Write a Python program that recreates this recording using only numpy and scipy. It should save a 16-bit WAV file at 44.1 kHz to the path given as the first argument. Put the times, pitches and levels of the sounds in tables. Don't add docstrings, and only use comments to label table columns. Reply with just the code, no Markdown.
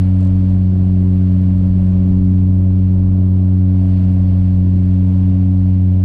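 import sys
import numpy as np
from scipy import signal
from scipy.fft import rfft, irfft, next_fast_len
from scipy.io import wavfile
from scipy.ndimage import uniform_filter1d, minimum_filter1d

SR = 44100
rng = np.random.default_rng(int(sys.argv[2]) if len(sys.argv) > 2 else 0)


def boost_factor(decibels):
    exponent = np.asarray(decibels, float) / 20
    return 10 ** exponent


def unload_wav(signal):
    wavfile.write(
        sys.argv[1],
        SR,
        np.round(np.clip(np.atleast_2d(signal).T, -1, 1) * 32767).astype(np.int16),
    )


N = 266364


def rms_one(x):
    return x / np.sqrt(np.mean(x ** 2) + 1e-20)


def in_time(rows):
    s, *columns = np.transpose(rows)
    return [np.interp(np.arange(N) / SR, s, column) for column in columns]


def swell(s, length):
    return np.exp(-(2 * (np.arange(N) / SR - s) / length) ** 2)


def drift(rate):
    r = np.exp(-80 * np.pi * rate / SR)
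    noise = rng.standard_normal(N // 40 + 2002)
    slow = signal.lfilter([1], [1, -2 * r, r * r], noise)[2000:]
    return np.interp(np.arange(N) / 40, np.arange(len(slow)), rms_one(slow))


def tone(angle, level_db):
    return np.sqrt(2) * boost_factor(level_db) * np.cos(angle)


def coloured(spectrum, patchy_db, count):
    hz, level_db = np.transpose(spectrum)
    size = next_fast_len(N)
    log_hz = np.log(np.fft.rfftfreq(size, 1 / SR) + 0.00092)
    shape = boost_factor(np.interp(log_hz, np.log(hz), level_db, left=-90, right=-90))
    noise = shape * rfft(rng.standard_normal(size))
    centres = np.linspace(np.log(hz[0]), np.log(hz[-1]), count)
    spacing = centres[1] - centres[0]
    together = drift(3.0)
    out = 0
    for centre in centres:
        share = np.clip(1 - abs(log_hz - centre) / spacing, 0, 1)
        flicker_db = patchy_db * (together + drift(3.9))
        out = out + irfft(noise * share, size)[:N] * boost_factor(flicker_db)
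    return rms_one(out)


def resonate(x, hz, width):
    r = np.exp(-np.pi * width / SR)
    return signal.lfilter([1 - r, 0, r - 1], [1, -2 * r * np.cos(2 * np.pi * hz / SR), r * r], x + 1e-18)


def each_blade(angle, lag, sharp):
    return np.exp(sharp * (np.cos(angle - lag) - 1))


WALL_SKEW = [(1, 0, .02), (2, -.5, .12), (3, .6, .2), (4, 2, .4), (.5, -1.5, 1.2)]
# multiple of blade rate, rms level in dB.
WEAK_TONES = [(.25, -47.5), (5, -54), (6, -51), (7, -58), (8, -57.5), (10, -65), (11, -67.5), (12, -74),
              (14, -71)]


def propeller(angle, skew, levels_db):
    out = 0
    for (multiple, lead, wander), level_db in zip(WALL_SKEW, levels_db):
        skewed = angle + skew * (multiple > 1)
        out = out + tone(multiple * skewed + lead + wander * drift(1.0), level_db)
    for multiple, level_db in WEAK_TONES:
        out += tone(multiple * (angle + skew) + 1.2 * drift(2.5), level_db + 2.0 * drift(1.3))
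    return out


# rms level in dB, change in dB per dB of load.
PULSE_LEVELS = [(-12, -.5), (-18, 1.15), (-28.5, 0.6), (-41, 0.74)]
# time in seconds, multiple of blade rate, change in dB, length in seconds.
FAR_BEATS = [(0.246, 3, 2.5, 0.42), (0.722, 3, -3, 0.35), (1.349, 3, 1, 0.71), (1.88, 3, -4.5, 0.23),
             (2.274, 3, 3, 0.45), (3.16, 3, 1, 0.23), (3.753, 3, 3.5, 0.53), (5.0, 3, 2.5, 0.3),
             (5.45, 3, 4, 0.58), (6.04, 3, 0.5, 0.22), (6.04, 2, -1, 0.28), (.6, 1, -0.44, 0.75),
             (2.4, 1, 0.8, 0.42), (3.7, 1, 0.8, .5), (4.4, 1, 0.2, 0.28), (3.9, 2, -0.1, 0.45),
             (4.7, 2, 0, .4), (0.085, 4, -14, .5), (.45, 4, -5, .3), (1.06, 4, 3, 0.3),
             (1.53, 4, -9.5, 0.45), (2.4, 4, -4, 0.14), (3.3, 4, 2.5, .2), (4.2, 4, -23.5, .45),
             (4.45, 4, -7, .2), (5.2, 4, -13, 0.53), (5.55, 4, -12.5, 0.46)]


def pulse_levels(load_db):
    levels_db = [db + share * load_db for db, share in PULSE_LEVELS]
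    for s, multiple, change_db, length in FAR_BEATS:
        index = round(multiple) - 1
        levels_db[index] = levels_db[index] + change_db * swell(s, length)
    return levels_db


# time in seconds, blade rate in Hz, extra blade load in dB.
BLADE_COURSE = [(0, 92.98, 0), (.6, 92.75, 0.5), (.95, 92.29, 1.3), (1.3, 92.25, 1.5), (1.65, 92.43, 1.5),
                (2.15, 92.43, 3), (2.6, 92.75, 0), (3.2, 92.74, 0), (3.85, 92.64, 0.5), (4.4, 92.04, 0),
                (4.8, 91.8, 0.8), (5.1, 92.35, 0.5), (5.45, 92.68, 0.5), (5.72, 92.57, -0.3),
                (5.9, 92.05, -0.8), (6.04, 92.77, -1.1)]


def blade_motion():
    blade_hz, load_db = in_time(BLADE_COURSE)
    angle = 2 * np.pi * np.cumsum(blade_hz) / SR + 3.3
    governor_s = .5
    speeding = uniform_filter1d(np.gradient(blade_hz) * SR, round(governor_s * SR))
    fast_hz = blade_hz - blade_hz.mean()
    skew = -.13 * speeding - .06 * load_db - .25 * fast_hz
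    return angle, skew, load_db, fast_hz


# time in seconds, rumble level in dB, length in seconds.
ROUGH_PATCHES = [
    (.47, -29.5, 0.23),
    (0.959, -25.5, 0.37),
    (1.657, -25, 0.47),
    (2.17, -25, 0.21),
    (2.601, -30, .4),
    (3.037, -26.5, 0.15),
    (4.2, -30.5, .6),
    (4.766, -30.5, 0.38),
    (5.504, -32.5, .5),
]


def pavement():
    smooth_db = -33.5 - 0.4 * np.arange(N) / SR
    patches = sum(boost_factor(2 * db) * swell(s, length) for s, db, length in ROUGH_PATCHES)
    return 10 * np.log10(boost_factor(2 * smooth_db) + patches)


# time in seconds, turning tone in Hz, rms level in dB.
WHEEL_TURNS = [
    (0, 26.25, -40),
    (.85, 27.28, -44.5),
    (2.2, 28.18, -30.5),
    (3.4, 29.8, -45),
    (4.5, 31.8, -33),
    (6.04, 30, -47.5),
]
# frequency in Hz, level in dB per Hz.
RUMBLE_SPECTRUM = [(12, -23), (22, -14), (36, -6.5), (46, 4), (58, -5.5), (72, -10.5), (85, -21.5)]


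def undercarriage(shake_db):
    turns_hz, wheel_db = in_time(WHEEL_TURNS)
    wheels = tone(2 * np.pi * np.cumsum(turns_hz) / SR, wheel_db)
    return wheels + boost_factor(shake_db - 2.5) * coloured(RUMBLE_SPECTRUM, patchy_db=0.0, count=4)


# time in seconds, hiss level in dB.
GUST_COURSE = [(0, -54), (.12, -56.5), (.19, -54.5), (.21, -53), (.28, -55.5), (.33, -56.5), (.5, -55.5),
               (.65, -58.5), (1.1, -56), (1.85, -56.5), (2.5, -59), (3.3, -59.5), (3.65, -59), (3.9, -55),
               (4.6, -57.5), (4.95, -56), (5.6, -58), (6.04, -59)]


def gusts():
    usual_db = -56.5
    return in_time(GUST_COURSE)[0] - usual_db


# frequency in Hz, level in dB per Hz.
BOOM_SPECTRUM = [(60, -6), (75, -1), (112, 2), (128, -2), (140, -2.5), (152, -3.5), (200, -1), (228, -5),
                 (241, -10), (255, -5), (290, -8.5), (340, -13), (400, -16.5), (450, -29)]
# frequency in Hz, level in dB per Hz.
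ROAR_SPECTRUM = [(330, -13.5), (390, 2), (435, -2.5), (520, 1.5), (640, 1), (740, -5.5), (815, -11),
                 (900, -8.5), (1000, -10), (1220, -15), (1420, -21), (1800, -31)]
# frequency in Hz, level in dB per Hz.
HISS_SPECTRUM = [(820, -30), (1400, 0), (2130, -1.5), (2810, -2.5), (3900, -9), (4300, -6), (5520, -16),
                 (6900, -21), (7400, -26), (9620, -51.5), (16300, -120)]


def airflow(angle, shaken_db, roar_db, hiss_db):
    boom = boost_factor(-31 + shaken_db) * coloured(BOOM_SPECTRUM, patchy_db=2.0, count=6)
    roar_wake_db = 0.32 * each_blade(angle, lag=0.72, sharp=2.4)
    roar = coloured(ROAR_SPECTRUM, patchy_db=0.88, count=6) * boost_factor(roar_db + roar_wake_db)
    hiss_wake_db = 2.3 * each_blade(angle, lag=2.6, sharp=3.3)
    hiss = coloured(HISS_SPECTRUM, patchy_db=0.47, count=6) * boost_factor(hiss_db + hiss_wake_db)
    return boom + roar + hiss


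# frequency in Hz, level in dB per Hz.
TURBINE_SPECTRUM = [(6600, -25.5), (7100, -6.5), (7700, -0.5), (9300, 0.5), (9800, -9), (10150, -22.5),
                    (10600, -9.5), (11350, -26), (11800, -16), (12800, -16), (13500, -21), (14400, -29),
                    (15400, -37.5)]
# frequency in Hz, width in Hz, level over the turbine hiss in dB.
WHISTLES = [(8500, 46, -16), (9000, 30, -20), (10700, 51, -28), (11140, 36, -31.5)]


def turbine(top_db):
    white = rng.standard_normal(N)
    whistles = 0
    for hz, width, db in WHISTLES:
        narrow = resonate(resonate(white, hz, width), hz, width)
        whistles = whistles + boost_factor(db + 3.3 * drift(3.3)) * rms_one(narrow)
    return boost_factor(top_db) * (.9 * coloured(TURBINE_SPECTRUM, patchy_db=-1.0, count=8) + whistles)


# frequency in Hz, width in Hz, level in dB.
TRIM_PANELS = [(4380, 1600, 3), (6300, 880, -2.5), (7900, 950, 2.5), (9100, 830, -2)]
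# time in seconds, peak level in dB.
TRIM_KNOCKS = [
    (0.2069, -50.5),
    (0.2293, -50),
    (0.2503, -50),
    (0.2727, -50),
    (0.458, -58),
    (0.4982, -58),
    (4.911, -56),
]


def trim(angle, top_db):
    passes = np.flatnonzero(np.diff(np.floor((angle - 4.9) / (2 * np.pi))))
    ticks = np.zeros(N)
    uneven_db = 3 * rng.standard_normal(len(passes))
    ticks[passes] = boost_factor(top_db[passes] + 8.5 + uneven_db)
    for s, db in TRIM_KNOCKS:
        ticks[round(s * SR)] += boost_factor(db + 2.0)
    chatter = signal.lfilter([1], [1, -.988], ticks) * rng.standard_normal(N)
    buzz = 1.4 * sum(boost_factor(db) * resonate(chatter, hz, width) for hz, width, db in TRIM_PANELS)
    return signal.sosfilt(signal.cheby2(8, 40, 10000, fs=SR, output="sos"), buzz)


def limit(x, ceiling, release_db_s, smooth_s):
    climb_db = release_db_s * np.arange(N) / SR
    over_db = .75 * np.maximum(20 * np.log10(abs(x) / ceiling + 1e-9), 0)
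    held_db = np.maximum.accumulate(over_db + climb_db, axis=-1) - climb_db
    span = round(smooth_s * SR)
    ahead_db = -minimum_filter1d(-held_db, span)
    smooth_db = uniform_filter1d(uniform_filter1d(ahead_db, span // 2), span // 2)
    return x * boost_factor(-smooth_db)


def scene():
    angle, skew, load_db, fast_hz = blade_motion()
    shake_db = pavement()
    gust_db = gusts()
    rough_db = uniform_filter1d(shake_db - shake_db.mean(), round(.6 * SR))

    unbalance_db = shake_db - 4
    cabin = propeller(angle, skew, pulse_levels(load_db) + [unbalance_db])
    cabin += undercarriage(shake_db)

    roar_db = -43.5 + 0.66 * gust_db + .15 * rough_db + 2 * fast_hz + .3 * load_db
    cabin += airflow(angle, 0.4 * rough_db, roar_db, -56 + gust_db)

    buzz_db = -71.5
    livelier_db = 1.4 * gust_db - 1.5 * fast_hz
    cabin += turbine(buzz_db + .7 * livelier_db)
    cabin += trim(angle, buzz_db + livelier_db)
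    return cabin[None]


def top_cut(x):
    return signal.sosfilt(signal.butter(12, 15460, fs=SR, output="sos"), x)


def record(dry):
    mix = limit(dry, ceiling=.6, release_db_s=61, smooth_s=0.012) - .0039
    return top_cut(mix)


dry = scene()
out = record(dry)
unload_wav(out)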